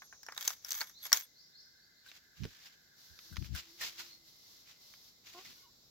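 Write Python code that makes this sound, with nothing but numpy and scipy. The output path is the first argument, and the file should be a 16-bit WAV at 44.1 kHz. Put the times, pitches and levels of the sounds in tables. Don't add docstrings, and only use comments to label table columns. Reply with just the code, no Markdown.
import sys
import numpy as np
from scipy import signal
from scipy.fft import rfft, irfft, next_fast_len
from scipy.io import wavfile
from scipy.ndimage import uniform_filter1d, map_coordinates

SR = 44100
rng = np.random.default_rng(int(sys.argv[2]) if len(sys.argv) > 2 else 0)


def store_pcm(level_fs):
    pcm = np.round(np.clip(level_fs, -1, 1) * 32767).astype(np.int16)
    wavfile.write(sys.argv[1], SR, np.atleast_2d(pcm).T)


N = 260498

# start_s, level_db, clink_hz, cover_knock_db
KEY_HITS = [(0.0196, -49, 3350, 3), (0.126, -52, 6360, 3.5), (0.2313, -38.5, 5350, -18),
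            (0.264, -38, 5440, -13.5), (0.2856, -43, 5670, 2.5), (0.3214, -38.5, 5160, -9.5),
            (0.3644, -41.5, 3680, -6), (0.3769, -25.5, 3780, -19), (0.414, -38.5, 3440, -17.5),
            (0.4772, -13.5, 6180, -26.5), (0.504, -28.5, 5760, -14.5), (0.647, -30, 5480, -21.5),
            (0.7064, -24.5, 6100, -35), (.7146, -29, 4500, -35), (0.719, -23.5, 6100, -45),
            (0.7497, -32, 6260, -28.5), (0.8069, -24.5, 4350, -19), (0.8134, -24, 4450, -13),
            (0.826, -35.5, 2200, -11), (0.8957, -45.5, 5730, -14), (1.0534, -32.5, 3460, -14),
            (1.1191, -25, 4650, -8), (1.1287, -7, 5670, -21), (1.172, -23.5, 6540, -28.5)]
# pitch_hz, level_db
STEEL_TONE = [(1100, -36), (1800, -14.5), (2640, -9.5), (3250, -3.5), (5600, 0.5), (6450, 1.5), (7800, -5),
              (9000, -28)]
EDGE_TONE = [(8500, -21), (12300, 0), (14100, -0.5), (15700, -7), (16100, -36.5)]
COVER_TONE = [(250, -18), (700, -9.5), (1050, -5), (1750, -2.5), (2500, -12.5), (3900, -33.5)]

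def key_clicks():
    out = np.zeros((2, N))
    for s, db, clink_hz, cover_db in KEY_HITS:
        force = amp(min(0, .1 * (db + 3)))
        edge_db = min(-4, -28 - cover_db)
        crack = force * puff(STEEL_TONE, .011, -24, .05)
        crack += amp(edge_db) * puff(EDGE_TONE, .012, -20, .04)
        clink = .8 * puff(narrow(clink_hz), .02, -24, .06)
        knock = amp(cover_db + 8) * puff(COVER_TONE, .03, -11, .14, alike=.95)
        left, right = crack + clink + knock
        lag = rng.integers(9)
        right = np.pad(right, (lag, 0))[:len(left)]
        add(out, s, amp(db) * np.array([left, right]))
    return out

KEY_NOTES = {"long": [(3450, -8), (8800, -17), (11513, 0)], "flat": [(6270, -15), (14692, 0)],
             "small": [(13840, 0)], "ring": [(15600, 0)]}
# start_s, key_name, touch_s, level_db
KEY_SWINGS = [(0.025, "long", 0.043, -67), (.395, "small", .03, -61), (.735, "small", .04, -53),
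              (.866, "long", .03, -60), (.72, "ring", 0.096, -45), (.75, "flat", .05, -47.5),
              (1.024, "long", 0.028, -45), (1.145, "small", 0.025, -47), (1.187, "flat", 0.018, -47),
              (1.228, "long", 0.02, -55)]

def key_chimes():
    out = np.zeros((2, N))
    for s, key, touch_s, db in KEY_SWINGS:
        add(out, s, amp(db) * ring(KEY_NOTES[key], touch_s, fade_s=.038))
    return out

# peak_s, hold_s, level_db, rise_db_per_s
KEY_SHAKES = [(0.429, 0.082, -50, 226), (0.668, 0.032, -61.5, 701.5), (0.721, 0.11, -52, 260),
              (0.872, .03, -70, 2000), (1.056, 0.01, -50.5, 412), (1.142, .005, -38.5, 1294),
              (1.192, 0.008, -55, 399)]

def key_rattle():
    hits = grainy(per_s=450, spread_db=2.5, life_s=.0012, smooth=.8) * pair(.2)
    clatter = coloured(hits, STEEL_TONE) + amp(-5.5) * coloured(hits, COVER_TONE)
    clatter += amp(-1) * coloured(hits, EDGE_TONE)
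    clinks_hz = [hz for _, _, hz, _ in KEY_HITS[::3]]
    pings_hz = [hz for key in KEY_NOTES.values() for hz, _ in key if hz > 10000]
    clatter += amp(-3) * resonant(hits, clinks_hz, width_hz=60)
    clatter += amp(-8) * resonant(hits, pings_hz, width_hz=60)
    return clatter * sum(swell(*shake, fall_db_per_s=347.5) for shake in KEY_SHAKES)

# pitch_hz, left_over_right_db
KEY_SIDES = [(2500, -1), (5500, 2.5), (9000, -1.5)]

def keys():
    bunch = key_clicks() + key_chimes() + key_rattle()
    return filtered(bunch, lambda hz: panned(along(KEY_SIDES, hz)) * hz ** 2 / (hz ** 2 + 400 ** 2))

# peak_s, hold_s, level_db
SOLE_DRAGS = [(2.058, 0.13, -61), (2.371, 0.26, -61), (2.66, 0.014, -53), (3.446, 0.016, -56),
              (3.564, 0.032, -44), (3.815, 0.072, -42.5), (3.993, 0.018, -45), (4.675, 0.041, -57),
              (5.27, 0.027, -51.5), (5.334, 0.091, -59), (5.451, 0.073, -57.5)]
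# pitch_hz, level_db
GRIT_TONE = [(400, -11), (929, -5.5), (2190, 2.5), (5180, 4.5), (7410, -3), (8530, -17.5), (15200, -4.5),
             (15900, -46)]

def scuffs():
    crunch = grainy(per_s=420, spread_db=1, life_s=.0014, smooth=2.7) * pair(.097)
    drag = sum(np.maximum(swell(s, hold_s, db, 618, 475), swell(s, hold_s, db - 7.5, 618, 135))
               for s, hold_s, db in SOLE_DRAGS)
    return drag * amp(1.42 * wobble(30)) * coloured(crunch, GRIT_TONE)

# start_s, level_db, pitch_hz
SOLE_SLAPS = [(2.062, -48.5, 1560), (2.085, -46.5, 3840), (3.326, -45, 1520), (3.549, -35.5, 1520),
              (3.81, -35, 1793), (3.997, -43.5, 1470), (5.455, -49, 2010)]
# start_s, level_db
PEBBLE_TICKS = [(2.1156, -39.5), (2.4347, -37), (2.4415, -39.5), (2.4523, -37.5), (2.6668, -46),
                (3.1897, -40.5), (3.359, -39.5), (3.3678, -27), (3.4245, -40.5), (3.4451, -41),
                (4.9383, -44.5)]
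# pitch_hz, level_db
PEBBLE_TONE = [(400, -14), (2100, 3), (6000, -2), (8500, -27), (12000, -22.5)]

def steps():
    out = np.zeros((2, N))
    for s, db, hz in SOLE_SLAPS:
        add(out, s, amp(db) * puff(narrow(hz), .09, -30, .1))
    for s, db in PEBBLE_TICKS:
        add(out, s, amp(db) * puff(PEBBLE_TONE, .006, -12, .04))
    return out

# start_s, length_s, level_db
STRIDES = [(2.965, 0.51, -59.5), (3.67, 0.49, -61.5), (4.252, 0.38, -60.5), (4.79, 0.31, -61),
           (5.301, 0.34, -63)]
# pitch_hz, level_db
CLOTH_TONE = [(2500, -13.5), (4200, 1), (5800, 0), (7200, -10.5), (8500, -21.5), (13200, -7), (13700, -7),
              (14300, -12.5)]

def cloth():
    level = sum(amp(db) * swell(s + .027, length_s - .04, 0, 310, 210) for s, length_s, db in STRIDES)
    return level * amp(1.7 * wobble(12)) * coloured(pair(.06), CLOTH_TONE)

# time_s, pitch_hz, level_db
SOLE_SLIP = [(5.352, 345, -56), (5.39, 352, -56), (5.42, 385, -68)]

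def sole_squeak():
    slip_hz, db = curves(SOLE_SLIP)
    phase = 2 * np.pi * np.cumsum(slip_hz * (1 + .04 * wobble(200))) / SR
    squeak = np.sin(phase) + np.sin(2 * phase - 1) + np.sin(3 * phase + 1) + .3 * np.sin(4 * phase)
    return during(SOLE_SLIP, .015) * amp(db + 3 * wobble(500)) * unit(squeak)

# peak_s, hold_s, level_db, left_over_right_db, lowest_hz
HAND_BUMPS = [(2.416, 0.016, -41.5, -27, 88.5), (3.114, 0.014, -60.5, -7, 40), (3.32, 0.025, -55, 23, 40),
              (3.389, 0.032, -46.5, 28.5, 40), (3.47, 0.058, -57.5, 22, 40),
              (3.525, 0.0049, -42, 26.5, 40.2), (5.453, .06, -45, -3, 232)]
# pitch_hz, level_db
THUD_TONE = [(45, -2), (70, 8.5), (110, -2.5), (198, -10), (384, -32), (650, -82)]

def hand_bumps():
    thud = coloured(pair(0), THUD_TONE)
    thud /= np.sqrt(np.abs(uniform_filter1d(thud ** 2, size=2000)) + .15)
    out = np.zeros((2, N))
    for s, hold_s, db, side_db, lowest_hz in HAND_BUMPS:
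        bump = filtered(thud, lambda hz: hz ** 4 / (hz ** 4 + lowest_hz ** 4))
        out += panned([side_db]) * swell(s, hold_s, db, 812, 424) * bump
    fingertip_tap = puff([(100, 9), (500, -.5), (1200, -35)], .025, -12, .13)
    add(out, 2.452, amp(-33) * fingertip_tap)
    return out

# start_s, top_hz, relative_db
WHISTLES = [(.935, 5700, -71), (1.325, 5750, -75), (1.515, 5750, -74), (1.745, 4700, -79),
            (1.94, 4700, -81)]

def bird():
    song = sum(tone([(s, 3650, db - 6), (s + .045, 4450, db + 3), (s + .09, top_hz, db - 2)], 3.5, .018)
               for s, top_hz, db in WHISTLES)
    out = amp(-15) * song + amp(4) * tree_echoes(song, fade_s=.7)
    peep = tone([(4.1, 4250, -71), (4.15, 4250, -71)], 3.5, .02)
    return out + tree_echoes(peep, fade_s=.2)

def tree_echoes(sound, fade_s):
    t = np.arange(SR // 2) / SR
    tail = rng.standard_normal((2, len(t))) * amp(-60 * t / fade_s)
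    return signal.fftconvolve(sound[None], tail / np.linalg.norm(tail[0]), axes=1)[:, :N]

# time_s, pitch_hz, relative_db
SOFT_COO = [(3.25, 322, -87), (3.97, 345, -81), (4.3, 325, -92)]
SHORT_SQUEAL = [(5.645, 1076, -77), (5.685, 940, -79), (5.695, 1080, -86)]

def far_calls():
    return tone(SOFT_COO, waver_db=2.5) + tone(SHORT_SQUEAL, waver_db=2)

METAL_NOTES = [1060, 1470, 2160, 2900]

def far_clank():
    out = np.zeros((2, N))
    notes = [(hz, -hz / 1200) for hz in METAL_NOTES]
    add(out, 5.55, amp(-74) * ring(notes, touch_s=.1, fade_s=.15))
    return out

# (time_s, level_db)
DRONES = [(1615, 215, [(1.4, -81.5), (1.6, -73.5), (3.2, -71), (4.9, -131)]), (2057, 70, [(1.3, -79.5),
          (4.9, -79.5)]), (6090, 870, [(0, -62), (.25, -63.5), (.9, -67.5)])]

def insects():
    out = np.zeros((2, N))
    for pitch_hz, width_hz, levels in DRONES:
        drone = filtered(pair(.046), lambda hz: np.exp(-((hz - pitch_hz) / width_hz) ** 2))
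        out += during(levels, .7) * amp(curves(levels)[0] + 1.4 * wobble(36)) * unit(drone)
    return out

# pitch_hz, level_db
AIR_TONE = [(18, -44.5), (30, -7), (157, -2.5), (937, -18), (1720, -19), (2900, -22), (3900, -7),
            (5600, -8), (6400, -14.5), (7500, -13), (8300, -40), (12000, -17), (16000, -19.5)]
# time_s, hiss_db, rumble_db
AIR_LEVELS = [(0, -65.5, -76.5), (2.0, -68.5, -80), (3.4, -66, -78), (5.9, -65, -76)]
# pitch_hz, likeness (0 to 1)
AIR_LIKENESS = [(240, 0.73), (950, 0.12), (3800, 0.0054)]

def air():
    def shape(hz):
        turn = np.arccos(along(AIR_LIKENESS, hz)) / 2
        return amp(along(AIR_TONE, hz)) * [np.cos(turn), np.sin(turn)]
    middle, side = filtered(rng.standard_normal((2, N)), shape)
    noise = np.array([middle + side, middle - side])
    low = filtered(noise, lambda hz: 1 / (1 + (hz / 450) ** 4))
    hiss_db, rumble_db = curves(AIR_LEVELS)
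    hiss = amp(hiss_db + .4 * wobble(20)) * unit(noise - low)
    return hiss + amp(rumble_db + .74 * wobble(1.5)) * unit(low)

def puff(spectrum, fade_s, tail_db, tail_s, alike=.62):
    t = np.arange(SR // 8) / SR
    a, b = rng.standard_normal((2, len(t)))
    noise = coloured(np.array([a, alike * a + np.sqrt(1 - alike ** 2) * b]), spectrum)
    fade = amp(-60 * t / fade_s) + amp(tail_db - 60 * t / tail_s)
    burst = noise * fade * (1 - np.exp(-t / .0004))
    return burst / np.abs(burst).max()

def ring(notes, touch_s, fade_s):
    t = np.arange(SR // 4) / SR
    level = (1 - np.exp(-t / .0035)) * amp(-60 * np.maximum(t - touch_s, 0) / fade_s)
    return sum(level * amp(db + 5.5 * wobble(90)[:len(t)])
               * np.sin(2 * np.pi * hz * t + rng.normal(0, .77, (2, 1))) for hz, db in notes)

def tone(rows, waver_db, rough=.025):
    hz, db = curves(rows)
    level = during(rows) * amp(db + 11 + waver_db * wobble(25.04))
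    return level * np.sin(2 * np.pi * np.cumsum(hz * (1 + rough * wobble(150))) / SR)

def grainy(per_s, spread_db, life_s, smooth):
    hits = (rng.random(N) < per_s / SR) * amp(spread_db * rng.exponential(size=N))
    grains = signal.lfilter([1], [1, -np.exp(-1 / (life_s * SR))], hits)
    return unit(unit(grains) + smooth)

def swell(peak_s, hold_s, db, rise_db_per_s, fall_db_per_s):
    t = np.arange(N) / SR - peak_s
    return amp(db + rise_db_per_s * np.minimum(t, 0) - fall_db_per_s * np.maximum(t - hold_s, 0))

def resonant(x, notes_hz, width_hz):
    return unit(filtered(x, lambda hz: sum(
        1j * hz * width_hz / (note ** 2 - hz ** 2 + 1j * hz * width_hz) for note in notes_hz)))

def narrow(hz):
    return [(hz / 1.2, -30), (hz, 0), (hz * 1.2, -30)]

def pair(alike):
    turn = np.arccos(alike) / 2
    a, b = rng.standard_normal((2, N))
    return np.array([np.cos(turn) * a + np.sin(turn) * b, np.cos(turn) * a - np.sin(turn) * b])

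def wobble(per_s):
    points = rng.standard_normal(int(N * per_s / SR) + 4)
    return map_coordinates(points, [np.arange(N) * per_s / SR])

def filtered(x, gain_at):
    size = next_fast_len(x.shape[-1] + 4096)
    return irfft(rfft(x, size) * gain_at(np.fft.rfftfreq(size, 1 / SR)), size)[..., :x.shape[-1]]

def coloured(x, spectrum):
    return unit(filtered(x, lambda hz: amp(along(spectrum, hz))))

def along(points, hz):
    pitches, values = np.transpose(points)
    return np.interp(np.log(hz + 1), np.log(pitches + 1), values)

def curves(rows):
    times, *columns = np.transpose(rows)
    return [np.interp(np.arange(N) / SR, times, column) for column in columns]

def during(rows, fade_s=.02):
    t = np.arange(N) / SR
    return np.clip(np.minimum(t - rows[0][0], rows[-1][0] - t) / fade_s + 1, 0, 1)

def panned(side_db):
    return amp([np.multiply(side_db, .5), np.multiply(side_db, -.5)])

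def add(out, start_s, sound):
    k = round(start_s * SR)
    out[:, k:k + sound.shape[1]] += sound[:, :N - k]

def amp(db):
    return 10 ** (np.asarray(db, float) / 20)

def unit(x):
    return x / np.sqrt(np.mean(x ** 2) + 1e-20)

def scene():
    near = keys() + scuffs() + steps() + cloth() + sole_squeak() + hand_bumps()
    return near + bird() + far_calls() + far_clank() + insects() + air()

def record(dry):
    return filtered(dry, lambda hz: hz < 16100)

dry = scene()
out = record(dry)
store_pcm(out)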